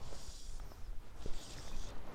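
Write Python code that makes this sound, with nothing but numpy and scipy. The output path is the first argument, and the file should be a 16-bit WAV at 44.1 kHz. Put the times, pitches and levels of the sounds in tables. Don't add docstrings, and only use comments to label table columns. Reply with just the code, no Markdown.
import sys
import numpy as np
from scipy import signal
from scipy.fft import rfft, irfft, next_fast_len
from scipy.io import wavfile

SR = 44100
rng = np.random.default_rng(int(sys.argv[2]) if len(sys.argv) > 2 else 0)


def attenuation_scalar(level_db):
    decades = np.asarray(level_db, float) / 20
    return 10 ** decades


def materialize(psi):
    bounded = np.clip(np.atleast_2d(psi).T, -1, 1)
    quanta = np.round(bounded * 32767).astype(np.int16)
    wavfile.write(sys.argv[1], SR, quanta)


N = 94506

# pitch_hz, width_hz, level_db
LIFT_RINGS = [(3430, 960, -4.5), (3970, 330, -11), (4660, 870, -2), (5580, 620, -3.5), (6950, 1000, -2.5),
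              (7570, 950, -8.5), (8920, 1200, -9.5)]
# pitch_hz, width_hz, level_db
SHOOT_RINGS = [(2630, 180, -2.5), (3490, 780, 3.5), (4760, 400, 2), (5000, 220, -8), (5680, 500, 0.5),
               (6620, 1760, -2.5), (8300, 520, -12)]
SLIPS_PER_S, SLIP_SPREAD_DB, RINGS_TOP_HZ = 6000, 2.5, 10330
# time_s, level_db, tilt_db_per_octave
LIFT_STROKE = [
    (0, -68.5, -2),
    (.05, -63, -7.5),
    (.16, -58, 0.3),
    (.36, -58, 0.2),
    (.5, -64, 6),
    (.58, -64.5, 5),
    (.605, -74, 4),
    (.64, -74, -9),
]
# time_s, level_db, tilt_db_per_octave
TAKE_UP_STROKE = [
    (1.16, -77.5, 11),
    (1.19, -69, 7),
    (1.215, -66.5, -10),
    (1.225, -61, 2),
    (1.29, -62, -2.5),
    (1.32, -75, -14),
    (1.34, -58, -2),
]
# time_s, level_db, tilt_db_per_octave
SHOOT_STROKE = [
    (1.3, -64, 2),
    (1.4, -56, 1),
    (1.44, -55, 8),
    (1.54, -52, -2),
    (1.56, -56.5, 1),
    (1.68, -57.5, 6),
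    (1.74, -58.5, 2.5),
    (1.89, -58, -0.5),
    (1.925, -74, -23),
]
# time_s, gain_db
SNAGS = [(1.382, 2), (1.415, 5), (1.499, 4), (1.537, 3.5), (1.58, 5), (1.617, 0), (1.664, 6), (1.685, 4.5),
         (1.766, 6.5), (1.797, 6.5), (1.83, 8), (1.847, 4), (1.87, 3), (1.89, 5)]
SNAG_LENGTH_S = 0.0084
# start_s, length_s, pitch_hz, width_hz,
# level_db
RING_SONGS = [(0.042, 0.53, 13200, 4000, -78), (0.1093, 0.05, 490, 190, -56), (.3, 0.27, 3390, 300, -71.5),
              (.12, .4, 5620, 300, -65.5), (.6, .2, 5600, 580, -79), (0.046, .05, 7200, 500, -68),
              (0.326, 0.096, 4000, 170, -69), (1.53, 0.073, 115, 82, -58.5), (0.15, 0.3, 6900, 400, -68),
              (.15, 0.38, 4850, 400, -65), (.46, 0.13, 5500, 990, -71), (0.314, .2, 220, 140, -69.5),
              (0.43, 0.18, 8800, 2500, -72.5), (.55, .03, 6500, 500, -70), (1.03, 0.092, 3480, 5000, -73),
              (1.335, 0.12, 4700, 500, -64.5), (1.33, 0.081, 7300, 1700, -64),
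              (1.35, 0.12, 3530, 800, -60.5), (1.41, 0.04, 6800, 300, -61), (1.415, 0.073, 8260, 700, -63),
              (1.445, 0.045, 5000, 1400, -61), (1.45, .025, 3100, 370, -62.5),
              (1.565, 0.11, 7500, 1800, -66), (1.495, 0.026, 8300, 140, -61), (1.495, .025, 7500, 400, -60),
              (1.572, 0.043, 5250, 910, -57), (1.62, 0.1, 5350, 1500, -64), (1.32, 0.63, 13000, 6000, -76),
              (1.725, .025, 2500, 130, -66), (1.76, 0.13, 6200, 1400, -61.5), (1.8, 0.08, 4640, 780, -67),
              (1.77, 0.12, 3450, 320, -64.5), (1.66, 0.075, 3600, 350, -63), (1.66, 0.026, 6100, 400, -66)]
# start_s, length_s, pitch_hz, width_hz, level_db
PUFFS = [(.21, .035, 13700, 2500, -74), (0.582, 0.027, 15100, 800, -75), (.63, 0.16, 14000, 3500, -74.5),
         (.645, .04, 5850, 500, -75), (.75, .014, 5060, 300, -76), (.778, .014, 5700, 300, -73),
         (.795, 0.022, 6200, 600, -74), (0.97, .02, 14500, 2500, -82), (1.192, 0.0022, 7500, 5000, -70),
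         (1.209, 0.0022, 9500, 4000, -66), (1.223, 0.0038, 2980, 2500, -56), (1.232, .013, 13600, 600, -74),
         (1.34, 0.13, 13900, 3500, -74), (1.903, 0.0035, 6350, 3970, -59), (1.955, 0.004, 3700, 1500, -62),
         (1.978, 0.0053, 5000, 4000, -69), (2.022, 0.0048, 3560, 600, -69),
         (2.068, 0.0049, 5440, 7000, -68.5), (2.07, 0.035, 14000, 4000, -78)]
# start_s, length_s, pitch_hz, level_db
WHISTLES = [
    (.592, .038, 5800, -79),
    (.7, .05, 5560, -77),
    (.836, .05, 5480, -78.5),
]
WHISTLE_SAG_HZ_PER_S, WHISTLE_WOBBLE_HZ = 14500, 60
SWISH_START_S, SWISH_LENGTH_S = 0.52, 0.38
SWISH_HZ, SWISH_WIDTH_HZ, SWISH_DB = 5150, 2400, -70.5
# time_s, level_db
ARM = [(0, -58), (.04, -59), (.13, -57.5), (.24, -60), (.42, -68.5), (.57, -64), (.68, -61), (.8, -63),
       (.98, -67.5), (1.04, -62), (1.16, -62), (1.3, -57.5), (1.46, -57.5), (1.74, -56.5), (1.79, -60),
       (1.9, -53), (2.02, -57.5), (2.14, -52.5)]
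# freq_hz, density_db_per_hz
RUSTLE = [(59, -15), (100, -1.5), (261, -6.5), (407, -6.5), (829, -10), (1230, -14), (1390, -14.5),
          (7000, -37.5), (9100, -69), (15400, -120)]
# start_s, peak_db, pitch_hz, length_cycles
KNOCKS = [(.127, -39.5, 528, 2.8), (.498, -58, 2190, 6), (0.599, -48.5, 1250, 7.6), (0.599, -52, 317, 2.8),
          (0.599, -59.5, 3360, 16), (.599, -45, 810, 2.7), (.718, -49, 380, 2), (.718, -41, 610, 2.8),
          (0.7193, -57, 1310, 7.7), (.929, -54.5, 1310, 3), (.931, -52, 630, 2.3), (1.222, -48, 188, 2.4),
          (1.585, -45.5, 1800, 7.1), (1.676, -43, 710, 2), (1.68, -50, 1900, 6.1), (1.716, -45, 1050, 2.9),
          (1.803, -53, 920, 3), (1.836, -46, 1250, 2.7), (1.966, -47, 900, 3), (2.052, -49, 735, 2.8),
          (2.076, -45, 750, 3.6), (2.1, -50, 606, 4.5), (.129, -51, 1140, 5), (.06, -47.5, 120, 3.5),
          (1.585, -45, 112, 3.6)]
THUMP_S, THUMP_HEIGHT, THUMP_RETURN_S = 1.2597, -0.026, 0.011
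HOUSING_HZ, HOUSING_WIDTH_HZ, PADDING_HZ = 430, 110, 800
# time_s, level_db
GUST = [(0.0, -41), (0.31, -50.5), (0.55, -42), (0.79, -43), (1.12, -46), (1.23, -40.5), (1.38, -50.5),
        (1.62, -47.5), (1.76, -39.5), (1.92, -42), (2.14, -46.5)]
# freq_hz, density_db_per_hz
WIND = [(1.8, -0.5), (3.0, 6), (19, -3.5), (86, -20.5), (200, -42.5), (260, -71), (440, -120)]
# peak_s, half_length_s, signed_height
SHOVES = [
    (0.289, 0.007, -0.016),
    (0.972, 0.026, -0.0185),
    (1.304, 0.029, 0.051),
    (1.357, 0.023, -0.033),
    (1.974, 0.087, -0.023),
]
# freq_hz, density_db_per_hz
STEADY_HISS = [(590, -47), (1000, -11), (1220, -9), (2900, -14), (3140, -12.5), (3400, -12.5), (4140, -14),
               (15800, -22)]
STEADY_HISS_DB = -73


def rms_one(x):
    return x / np.sqrt(np.mean(x ** 2) + 1e-20)


def in_time(rows, outside=None):
    time_s, value = np.transpose(rows)
    return np.interp(np.arange(N) / SR, time_s, value, outside, outside)


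def drift(rate_hz):
    r = np.exp(-80 * np.pi * rate_hz / SR)
    white = rng.standard_normal(N // 40 + 2002)
    slow = signal.lfilter([1], [1, -2 * r, r * r], white)[2000:]
    return np.interp(np.arange(N) / 40, np.arange(len(slow)), rms_one(slow))


def two_pole(hz, width_hz):
    r = np.exp(-np.pi * width_hz / SR)
    return r, [1, -2 * r * np.cos(2 * np.pi * hz / SR), r * r]


def resonate(x, hz, width_hz):
    r, poles = two_pole(hz, width_hz)
    return signal.lfilter(np.array([1, 0, -1]) * (1 - r * r) / 2, poles, x + 1e-18)


def lowpass(x, order, hz):
    return signal.sosfilt(signal.butter(order, hz, fs=SR, output="sos"), x)


def swell(start_s, length_s):
    return np.sin(np.pi * np.clip((np.arange(N) / SR - start_s) / length_s, 0, 1))


def banded_noise(spectrum, patchy_db, rate_hz):
    hz, db = np.transpose(spectrum)
    size = next_fast_len(N)
    freq = np.fft.rfftfreq(size, 1 / SR) + 1e-3
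    shaped = rfft(rng.standard_normal(size)) * attenuation_scalar(np.interp(np.log(freq), np.log(hz), db))
    out, together = 0, drift(rate_hz)
    for centre_octave in np.arange(np.floor(np.log2(hz[0])), np.log2(hz[-1]) + 0.5, 0.5):
        window = np.clip(1 - 2 * np.abs(np.log2(freq) - centre_octave), 0, 1)
        band = irfft(shaped * window, size)[:N]
        out = out + band * attenuation_scalar(patchy_db * (0.067 * together + drift(rate_hz)))
    return rms_one(out)


def sliding_line(stroke, rings, patchy_db, judder_db):
    time_s, level_db, tilt_db = np.transpose(stroke)
    judder = attenuation_scalar(judder_db * drift(52))
    tilt = in_time(np.c_[time_s, tilt_db])
    out = 0
    for hz, width_hz, db in rings:
        hits = rng.random(N) < SLIPS_PER_S / SR
        strength = attenuation_scalar(SLIP_SPREAD_DB * np.minimum(rng.exponential(1, N), 3))
        slips = hits * strength * rng.choice([-1, 1], N)
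        ring = resonate(resonate(slips, hz, width_hz), hz, 6.9 * width_hz)
        out = out + attenuation_scalar(db + tilt * np.log2(hz / 5000) + patchy_db * drift(30)) * ring
    out = lowpass(out, 4, RINGS_TOP_HZ)
    return attenuation_scalar(in_time(np.c_[time_s, level_db], -120)) * rms_one(out * judder)


def snags():
    return attenuation_scalar(sum(db * swell(s - SNAG_LENGTH_S / 2, SNAG_LENGTH_S) for s, db in SNAGS))


def puffs(rows):
    white = rng.standard_normal(N)
    out = np.zeros(N)
    for start_s, length_s, hz, width_hz, db in rows:
        tone = rms_one(resonate(resonate(white, hz, width_hz), hz, width_hz))
        out += attenuation_scalar(db) * swell(start_s, length_s) ** 0.5 * tone
    return out


def free_line():
    t = np.arange(N) / SR
    swish = rms_one(resonate(rng.standard_normal(N), SWISH_HZ, SWISH_WIDTH_HZ))
    out = attenuation_scalar(SWISH_DB) * swell(SWISH_START_S, SWISH_LENGTH_S) ** 0.5 * swish
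    wobble_hz = WHISTLE_WOBBLE_HZ * drift(150)
    for start_s, length_s, hz, db in WHISTLES:
        sag_s = np.clip(t - start_s, 0, length_s) ** 1.3 / length_s ** 0.3
        pitch_hz = hz - WHISTLE_SAG_HZ_PER_S * sag_s + wobble_hz
        tone = np.sin(2 * np.pi * np.cumsum(pitch_hz) / SR)
        out += attenuation_scalar(db + 9.5) * swell(start_s, length_s) ** 0.5 * tone
    return out


def jacket():
    return attenuation_scalar(in_time(ARM) + 1.0) * banded_noise(RUSTLE, patchy_db=1.5, rate_hz=13.7)


def knocks(attack_per_cycle):
    t, out = np.arange(N) / SR, np.zeros(N)
    for start_s, db, hz, cycles in KNOCKS:
        age_cycles = np.clip(t - start_s, 0, 1) * hz
        attack = (1 - np.exp(-age_cycles * attack_per_cycle)) ** 2
        decay = np.exp(-np.log(1000) * age_cycles / cycles / 2)
        out += attenuation_scalar(db + 6.0) * attack * decay * np.sin(2 * np.pi * age_cycles) * (t < start_s + 1)
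    return out


def thump():
    age_s = np.arange(N) / SR - THUMP_S
    pull = THUMP_HEIGHT * (age_s > 0) * np.exp(-np.abs(age_s) / THUMP_RETURN_S)
    _, spring = two_pole(HOUSING_HZ, HOUSING_WIDTH_HZ)
    bounce = signal.lfilter([sum(spring)], spring, pull + 1e-18)
    return lowpass(bounce, 2, PADDING_HZ)


def wind():
    shoves = sum(height * swell(s - half_s, 2 * half_s) ** 2 for s, half_s, height in SHOVES)
    return attenuation_scalar(in_time(GUST) + 2.5) * banded_noise(WIND, patchy_db=3.0, rate_hz=18) + shoves


def steady_hiss():
    return attenuation_scalar(STEADY_HISS_DB + 1.0) * banded_noise(STEADY_HISS, patchy_db=-1.6, rate_hz=24)


def scene():
    lift = sliding_line(LIFT_STROKE, LIFT_RINGS, patchy_db=1.2, judder_db=0.5)
    take_up = sliding_line(TAKE_UP_STROKE, SHOOT_RINGS, patchy_db=0.5, judder_db=1.0)
    shoot = snags() * sliding_line(SHOOT_STROKE, SHOOT_RINGS, patchy_db=1.0, judder_db=1.4)
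    line = lift + take_up + shoot + puffs(RING_SONGS) + puffs(PUFFS) + free_line()
    body = jacket() + knocks(attack_per_cycle=5.7) + thump()
    return (line + body + wind() + steady_hiss())[None, :]


def top_cut(x):
    return signal.sosfilt(signal.butter(12, 15730, fs=SR, output="sos"), x)


def record(dry):
    return top_cut(dry)


dry = scene()
out = record(dry)
materialize(out)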